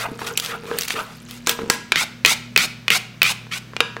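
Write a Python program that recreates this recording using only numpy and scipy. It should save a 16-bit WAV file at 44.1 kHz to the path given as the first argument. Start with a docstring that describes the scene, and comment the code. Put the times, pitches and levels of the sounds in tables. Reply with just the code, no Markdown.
"""A motor hums in a kitchen throughout. First a plastic spoon turns wet, shredded salad in a
clay mortar: scoops squelch, shreds snap and tiny bubbles burst. Around 1.5 s the mortar is
knocked and rings. From 1.9 s the spoon taps the wooden pestle and wipes down it six times.
Near 3.8 s it is dropped in the bowl. The close microphone clips on the hardest taps."""
import sys
import numpy as np
from scipy import signal
from scipy.fft import rfft, irfft, next_fast_len
from scipy.io import wavfile
from scipy.ndimage import map_coordinates

SR = 44100
rng = np.random.default_rng(int(sys.argv[2]) if len(sys.argv) > 2 else 0)


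def inscribe(sig):
    """Save sig as 16-bit PCM at rate SR to the path in sys.argv[1].

    A 1-D sig is mono; a 2-D sig holds one channel per row.
    Samples are clipped to [-1, 1] before scaling.
    """
    pcm = np.round(np.clip(np.atleast_2d(sig).T, -1, 1) * 32767)
    wavfile.write(sys.argv[1], SR, pcm.astype(np.int16))


N = 176400
TOP_HZ = 15900  # highest pitch kept

# tones of the clay wall: f/Hz, level/dB, t60/s (time to fade by 60 dB)
WALL_TONES = [(969, -31.5, 0.65), (1029, -28, .26), (1075, -16, 0.045), (1318, -37, 0.43),
              (1360, -38, 0.12), (1580, -35, 0.12), (1650, -21, 0.35), (1790, -34, .28), (2160, -40, 0.22),
              (2870, -32, .2), (3200, -43, .1), (3900, -55, .18), (4810, -41, .12)]
# tones of the air in the bowl: f/Hz, level/dB, t60/s
HOLLOW_TONES = [(469.3, -26.5, 0.27), (420, -46, 0.24)]


def amp(db):
    return 10 ** (np.asarray(db) / 20)


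def unit(x):
    """Scale to an average (rms) strength of 1."""
    return x / np.sqrt(np.mean(x ** 2) + 1e-20)


def along(points, hz):
    """Read a curve of (f/Hz, value) points on a log pitch axis."""
    f, v = np.transpose(points)
    return np.interp(np.log(hz + 1), np.log(f + 1), v)


def seconds(length):
    return np.arange(int(length * SR)) / SR


def add(track, start, x):
    """Mix x into the track at a time in seconds."""
    i = round(start * SR)
    x = x[max(-i, 0):N - i]
    track[max(i, 0):][:len(x)] += x


def gate(t, attack, release):
    """Fade in, hold, fade out."""
    return np.clip(t / attack, 0, 1) * np.clip((t[-1] - t) / release, 0, 1)


def click(colour, cutoff_hz=1e6, size=2048):
    """A click with this colour (level at each pitch), dulled above the cut-off."""
    hz = np.fft.rfftfreq(size, 1 / SR)
    gain = unit(amp(along(colour, hz))) / np.hypot(1, (hz / cutoff_hz) ** 2)
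    cepstrum = irfft(np.log(gain))
    cepstrum[1:size // 2] *= 2  # folding packs the energy at the start
    cepstrum[size // 2 + 1:] = 0
    return irfft(np.exp(rfft(cepstrum)))


def friction(t, colour, slips_per_s, grit):
    """Rubbing: tiny random slips over a smooth rush."""
    n = len(t)
    slips = (rng.random(n) < slips_per_s / SR) * rng.choice([-1, 1], n) * rng.uniform(.3, 1, n) ** 2
    rubbing = grit * unit(slips) + rng.standard_normal(n)
    return unit(signal.fftconvolve(rubbing, click(colour))[:n])


def resonance(hz, q):
    """Noise around a gliding pitch; a higher q is more like a whistle."""
    pole = np.exp(-np.pi * hz.mean() / q / SR)
    noise = rng.standard_normal(len(hz)) + 1j * rng.standard_normal(len(hz))
    slow_noise = signal.lfilter([1], np.poly([pole, pole]), noise)
    return unit((slow_noise * np.exp(2j * np.pi * np.cumsum(hz) / SR)).real)


def ring(tones, length, spread_db):
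    """Fading tones whose levels vary from blow to blow."""
    t = seconds(length)
    return sum(amp(db + spread_db * rng.standard_normal() - 60 * t / t60) * np.sin(2 * np.pi * hz * t)
               for hz, db, t60 in tones)


def motor():
    """A motor's wavering hum over the soft rush of room air."""
    # steady motor tones: f/Hz, level/dB
    motor_tones = [(53.8, -59), (158, -52), (210, -52.5)]
    # electric hum: t/s, level/dB, octave level/dB
    mains_levels = [(0, -45, -48.5), (1.0, -56, -50.5), (1.3, -47.5, -44.5), (2.0, -52, -47.5),
                    (2.6, -42.5, -43.5), (3.001, -44, -55.5), (4, -44, -54.5)]
    # room air: f/Hz, level/dB
    air_colour = [(20, -26), (45, -18), (114, -8.5), (190, 1), (277, -10.5), (384, -10.5), (624, -15.5),
                  (840, -19.5), (1440, -15.5), (3720, -21), (6050, -25.5), (9070, -36), (20000, -38)]
    t = np.arange(N) / SR

    def wobble(rate):
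        return map_coordinates(rng.standard_normal(int(t[-1] * rate) + 4), [t * rate])

    times, low_db, high_db = np.transpose(mains_levels)
    mains_hz = 119.9
    mains = [(mains_hz, np.interp(t, times, low_db)), (2 * mains_hz, np.interp(t, times, high_db))]
    hum = sum(amp(db + 1.8 * wobble(5.07)) * np.sin(2 * np.pi * hz * t + 0.2 * wobble(5.7))
              for hz, db in list(motor_tones) + mains)
    air = unit(signal.fftconvolve(rng.standard_normal(N), click(air_colour))[:N])
    return np.sqrt(2) * hum + amp(-46) * air


def kitchen_echo(x, stretches=13):
    """The room echoes each stretch of sound a little differently; the highs die first."""
    # how long the echo lasts: f/Hz, t60/s
    fade_times = [(150, 0.61), (500, 0.33), (1400, 0.46), (2400, 0.48), (5000, 0.47), (10000, 0.3),
                  (20000, 0.22)]
    # the echo as it starts: f/Hz, level/dB
    echo_colour = [(100, -1.5), (600, 0.5), (2200, -3), (6000, -6), (10000, -4.5), (20000, -2)]
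    out = np.zeros(N)
    for part in np.array_split(np.arange(N), stretches):
        hz, t, noise = signal.stft(rng.standard_normal(SR * 2 // 3), SR, nperseg=256)
        fade = amp(along(echo_colour, hz)[:, None] - 60 * t / along(fade_times, hz)[:, None])
        tail = signal.istft(noise * fade, SR, nperseg=256)[1]
        add(out, part[0] / SR + .006, signal.fftconvolve(x[part], tail / np.linalg.norm(tail)))
    return out


def bowl_ring(x):
    """Stirring rings the air in the bowl and, faintly, its wall, which the food muffles."""
    hollow = ring(HOLLOW_TONES, length=.4, spread_db=3)
    ringing = hollow + amp(-9) * ring(WALL_TONES, length=.4, spread_db=1)
    return x + amp(-21.5) * signal.fftconvolve(x, ringing / np.linalg.norm(ringing))[:N]


def wall_echoes(x, t):
    """Echoes off the bowl's wall come sooner as the spoon travels."""
    # echo paths: delay/s, gain
    paths = [(.00095, 0.26), (.0017, 0.57), (.0026, 0.12)]
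    shrink = 1 - 0.24 * t / t[-1]
    echoes = sum(gain * np.interp(t - delay * shrink, t, x, left=0) for delay, gain in paths)
    return (x + echoes) / np.sqrt(1 + sum(gain ** 2 for _, gain in paths))


def contact(pulse, t60=0.022):
    """A sharp hit, then its echoes scattering inside the bowl."""
    t = seconds(.06)
    scatter = rng.standard_normal(len(t)) * amp(-60 * t / t60) * np.clip(t / 0.00035, 0, 1)
    scatter *= amp(-3.5) / np.linalg.norm(scatter)
    scatter[0] = 1  # the hit itself
    return signal.fftconvolve(scatter, pulse)


def juice(count=900, low_hz=2260, high_hz=14000, fade_cycles=18.5):
    """Tiny bubbles burst, each at its own pitch, loudest while the salad is turned."""
    # loudest bubbles: t/s, level/dB
    peak_levels = [(0, -18), (.13, -24), (.3, -16), (.55, -19.5), (.7, -19.5), (.95, -9), (1.1, -23),
                   (1.2, -23.5), (1.349, -24), (1.6, -24), (1.899, -42), (4, -43)]
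    out, t = np.zeros(N), seconds(.008)
    for when, pitch, faintness in rng.random((count, 3)):
        start = when * N / SR
        hz = low_hz * (high_hz / low_hz) ** pitch
        db = np.interp(start, *np.transpose(peak_levels)) - 18 * np.sqrt(faintness)
        envelope = amp(db - 60 * t * hz / fade_cycles) * (1 - np.exp(-t * hz))
        add(out, start, envelope * np.sin(2 * np.pi * hz * t))
    return out


def thuds(t60=0.031):
    """Pestle and spoon bump on damp shreds, which soon stop the ringing."""
    # soft bumps: t/s, level/dB, f/Hz
    bumps = [(0.1162, -20, 270), (.219, -21.5, 212), (1.59, -17, 262), (1.634, -18.5, 242),
             (1.677, -28, 310), (2.26, -21, 360)]
    out = np.zeros(N)
    for start, db, hz in bumps:
        add(out, start, ring([(hz, db, t60)], length=.06, spread_db=3))
    return out


def scoops():
    """The spoon squelches through wet salad with a hollow, gliding pitch."""
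    # scoops: t/s, length/s, level/dB, first f/Hz, last f/Hz
    strokes = [(-.02, 0.078, -29, 2400, 1373), (0.033, 0.049, -23.5, 1300, 670),
               (.208, 0.027, -26.5, 1050, 870), (0.234, .1, -34, 1400, 1164),
               (0.431, 0.11, -40.5, 2000, 1686), (.49, .085, -30, 1900, 946),
               (0.667, .11, -38.5, 1300, 1690), (0.948, 0.082, -26.5, 1500, 1059),
               (1.027, .12, -44.5, 1200, 1098)]
    # wet rubbing: f/Hz, level/dB
    wet_colour = [(100, -34), (450, 5.5), (1100, 0.5), (2800, -4), (5000, -24), (16000, -22)]
    out = np.zeros(N)
    for start, length, db, first_hz, last_hz in strokes:
        t = seconds(length)
        glide = np.geomspace(first_hz, last_hz, len(t))
        rub = friction(t, wet_colour, slips_per_s=1100, grit=1.2)
        squelch = rub + amp(3) * resonance(glide, q=2) + amp(-8.5) * resonance(2.3 * glide, q=3.5)
        add(out, start, amp(db) * unit(wall_echoes(squelch, t)) * gate(t, attack=0.013, release=0.023))
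    return out


def crunches():
    """Shreds crunch under the spoon."""
    # crunches: t/s, length/s, level/dB
    presses = [(-.02, 0.074, -28.5), (0.185, 0.094, -38), (0.262, 0.041, -26), (0.287, 0.056, -44),
               (0.369, 0.05, -29), (0.419, 0.077, -30.5), (0.479, 0.06, -33), (0.663, 0.14, -42.5),
               (0.779, 0.1, -33.5), (0.875, 0.023, -22.5), (0.895, 0.057, -26.5), (0.951, 0.083, -36.5),
               (1.028, 0.17, -49), (1.282, 0.12, -42), (1.479, 0.063, -22.5), (1.706, 0.064, -28)]
    # crushed shreds: f/Hz, level/dB
    crisp_colour = [(200, -20), (900, -1.5), (2300, 3), (4000, 1), (7000, -4), (10000, -7.5), (16000, -13)]
    out = np.zeros(N)
    for start, length, db in presses:
        t = seconds(length)
        crunch = friction(t, crisp_colour, slips_per_s=540, grit=0.74)
        add(out, start, amp(db) * wall_echoes(crunch, t) * gate(t, attack=0.0052, release=0.031))
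    return out


def drags():
    """The spoon drags on the clay with a low, gritty scrape."""
    # drags: t/s, length/s, level/dB
    strokes = [(0.081, 0.097, -38.5), (.21, 0.16, -39), (.47, 0.12, -39.5), (0.623, 0.058, -35.5),
               (0.678, 0.12, -34), (0.937, 0.12, -38), (1.588, .05, -27), (1.629, 0.082, -35)]
    # scraped clay: f/Hz, level/dB
    clay_colour = [(25, -34), (60, -19), (130, -6), (240, -4), (350, -8), (470, 6), (580, -12.5),
                   (1300, -11), (4000, -26), (16000, -44)]
    out = np.zeros(N)
    for start, length, db in strokes:
        t = seconds(length)
        scrape = friction(t, clay_colour, slips_per_s=250, grit=2.1)
        add(out, start, amp(db) * scrape * gate(t, attack=0.0027, release=0.033))
    return out


def snaps(rise_s=0.00018):
    """Wet shreds tear, each in a brief cluster of cracks."""
    # tears: t/s, relative level/dB
    tears = [(0.3752, 0), (0.3991, -7), (0.448, -14.5), (0.461, -12), (.787, -3.5), (0.81, -9),
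             (0.821, -11), (0.834, -14), (0.852, -17), (0.8828, -12.5), (.9055, -25), (1.3104, -19.5),
             (1.464, -20), (1.4942, 2), (2.2604, 2), (2.5763, 1), (2.9038, 3.5), (3.2309, -3)]
    # one crack: f/Hz, level/dB
    crack_colour = [(100, -40), (450, -2.5), (850, -21.5), (1500, -7), (3000, 2.5), (5000, -1),
                    (7500, -3.5), (11000, -11), (16000, -6)]
    out = np.zeros(N)
    age = seconds(.003) / rise_s
    for start, db in tears:
        cracks = rng.choice([-1, 1], len(age)) * age * np.exp(-age)
        burst = np.convolve(cracks, click(crack_colour))
        add(out, start, amp(db + 11) * contact(burst / np.linalg.norm(burst)))
    return out


def knocks():
    """Blows on the clay: dull through the salad, bright and ringing on the bare wall."""
    # blows: t/s, relative level/dB, cut-off f/Hz (higher is harder), wall/dB, hollow/dB
    blows = [(0.1923, -17.5, 1700, -12, -5), (.218, -10, 1040, 5, 4), (.714, -3, 833, -20, 8.5),
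             (1.4716, -1.5, 11200, 0, 3.5), (1.5905, -4, 710, -11, 3), (1.6999, 4, 9700, -3.5, 2),
             (3.468, -23, 990, -6, 3), (3.735, -19, 1176, -15, -7), (3.766, -13.5, 1720, -21, -7),
             (3.8045, 1, 2730, 0, 3), (3.967, -11, 1500, -1, 4.5)]
    # struck clay: f/Hz, level/dB
    knock_colour = [(30, -40), (90, -21), (160, -14), (400, -0.5), (750, -5), (1400, 5), (3000, -1.5),
                    (7000, 0), (16000, -13.5)]
    out = np.zeros(N)
    for start, db, cutoff_hz, wall_db, hollow_db in blows:
        add(out, start, amp(db + 15.5) * contact(click(knock_colour, cutoff_hz)))
        dulled = [(hz, level - 20 * np.log10(np.hypot(1, (hz / cutoff_hz) ** 2)), t60)
                  for hz, level, t60 in WALL_TONES]
        wall = amp(wall_db) * ring(dulled, length=.5, spread_db=1.5)
        hollow = amp(hollow_db) * ring(HOLLOW_TONES, length=.5, spread_db=2.5)
        add(out, start, amp(db - 5.5) * (wall + hollow))
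    return out


def wipes(pitch_rise=.17, squelch_s=0.042):
    """The spoon rasps down wet wood; its tone rises and fades as the juicy spray grows."""
    # wipes: t/s, length/s, level/dB, spray/dB, f/Hz, squelch/dB
    strokes = [(1.956, 0.091, -19.5, -4.5, 2035, -5.5), (2.257, 0.088, -18, -0.5, 1998, -10.5),
               (2.573, 0.095, -17.5, -5.5, 2147, -15), (2.9, 0.085, -16, -5, 2064, -10.5),
               (3.232, 0.1, -18, -6, 2279, -10.5), (3.509, 0.085, -25, -7.5, 2109, -15.5)]
    # rubbed wood: f/Hz, level/dB
    rasp_colour = [(80, -44), (170, 3.5), (290, -19), (600, -18.5), (1000, -8.5), (1450, -0.5), (2400, 4.5),
                   (3400, 1), (5000, -6), (8000, -17), (16000, -44)]
    # tones of the sliding spoon: multiple of its pitch, level/dB
    slide_tones = [(.63, -13.5), (1, -2.5), (1.55, -17)]
    # spraying juice: f/Hz, level/dB
    spray_colour = [(200, -33), (900, -5.5), (1700, -14.5), (3800, 7.5), (7000, 2.5), (10000, -2),
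                    (16000, -9.5)]
    out = np.zeros(N)
    for start, length, db, spray_db, hz, squelch_db in strokes:
        t = seconds(length)
        progress = t / length
        rasp = friction(t, rasp_colour, slips_per_s=1100, grit=1.16)
        glide = hz * (1 + pitch_rise * progress)
        tone = sum(amp(level) * resonance(k * glide, q=12.8) for k, level in slide_tones)
        body = unit(rasp + tone) * amp(1.5 - 14 * progress ** 2)
        spray = friction(t, spray_colour, slips_per_s=1400, grit=0.93)
        spray *= amp(spray_db - 18 * (progress - .68) ** 2)
        add(out, start, amp(db) * wall_echoes(body + spray, t) * gate(t, attack=0.016, release=0.013))
        # the spoon meets the salad at the foot of the wipe
        t = seconds(squelch_s)
        squelch = resonance(np.geomspace(1068, 693, len(t)), q=1.4) * gate(t, attack=.01, release=0.028)
        add(out, start + length - squelch_s, amp(db + squelch_db) * squelch)
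    return out


def taps():
    """The plastic spoon clacks on the pestle and rings briefly."""
    # taps: t/s, relative level/dB, f/Hz
    hits = [(.9056, -6.5, 2300), (1.9206, 7, 2447), (1.9586, 1.5, 1980), (2.249, 7.5, 2500),
            (2.2596, -1.5, 2620), (2.562, 6, 2556), (2.5769, 1, 2130), (2.8814, -0.5, 2520),
            (2.9036, -1, 2810), (3.2184, 4.5, 2560), (3.2305, -2.5, 3030), (3.766, -11.5, 2440),
            (3.8053, 2.5, 3180)]
    # plastic on wood: f/Hz, level/dB
    clack_colour = [(100, -39.5), (400, -7), (800, -10.5), (1500, -2.5), (2600, 2.5), (4000, -1.5),
                    (7000, -14.5), (11000, -30), (16000, -33)]
    # tones of the struck spoon: multiple of its pitch, level/dB, t60/s
    spoon_tones = [(.16, -25, 0.03), (.56, -29.5, 0.006), (1, -11.5, 0.026), (1.17, -17, 0.023),
                   (1.69, -29, 0.006), (2.139, -23, 0.0063), (3.07, -23, 0.011)]
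    out = np.zeros(N)
    for start, db, hz in hits:
        add(out, start, amp(db + 9) * contact(click(clack_colour)))
        tones = [(hz * k, level, t60) for k, level, t60 in spoon_tones]
        add(out, start, amp(db) * ring(tones, length=.06, spread_db=3.5))
    return out


def scene():
    """The sounds at the bowl, their echo and the motor, in one channel."""
    stirring = scoops() + crunches() + drags() + snaps()
    near = bowl_ring(stirring) + juice() + thuds() + taps() + wipes() + knocks()
    return (near + amp(-14) * kitchen_echo(near) + motor())[None]


def record(dry):
    """The microphone flattens the loudest peaks, and the very highest pitches are cut."""
    clipped = dry / (1 + np.abs(dry) ** 8) ** (1 / 8)
    size = next_fast_len(N + SR // 4)
    low_pass = 1 / np.hypot(1, (np.fft.rfftfreq(size, 1 / SR) / TOP_HZ) ** 80)
    return irfft(rfft(clipped, size) * low_pass, size)[..., :N]


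dry = scene()
out = record(dry)
inscribe(out)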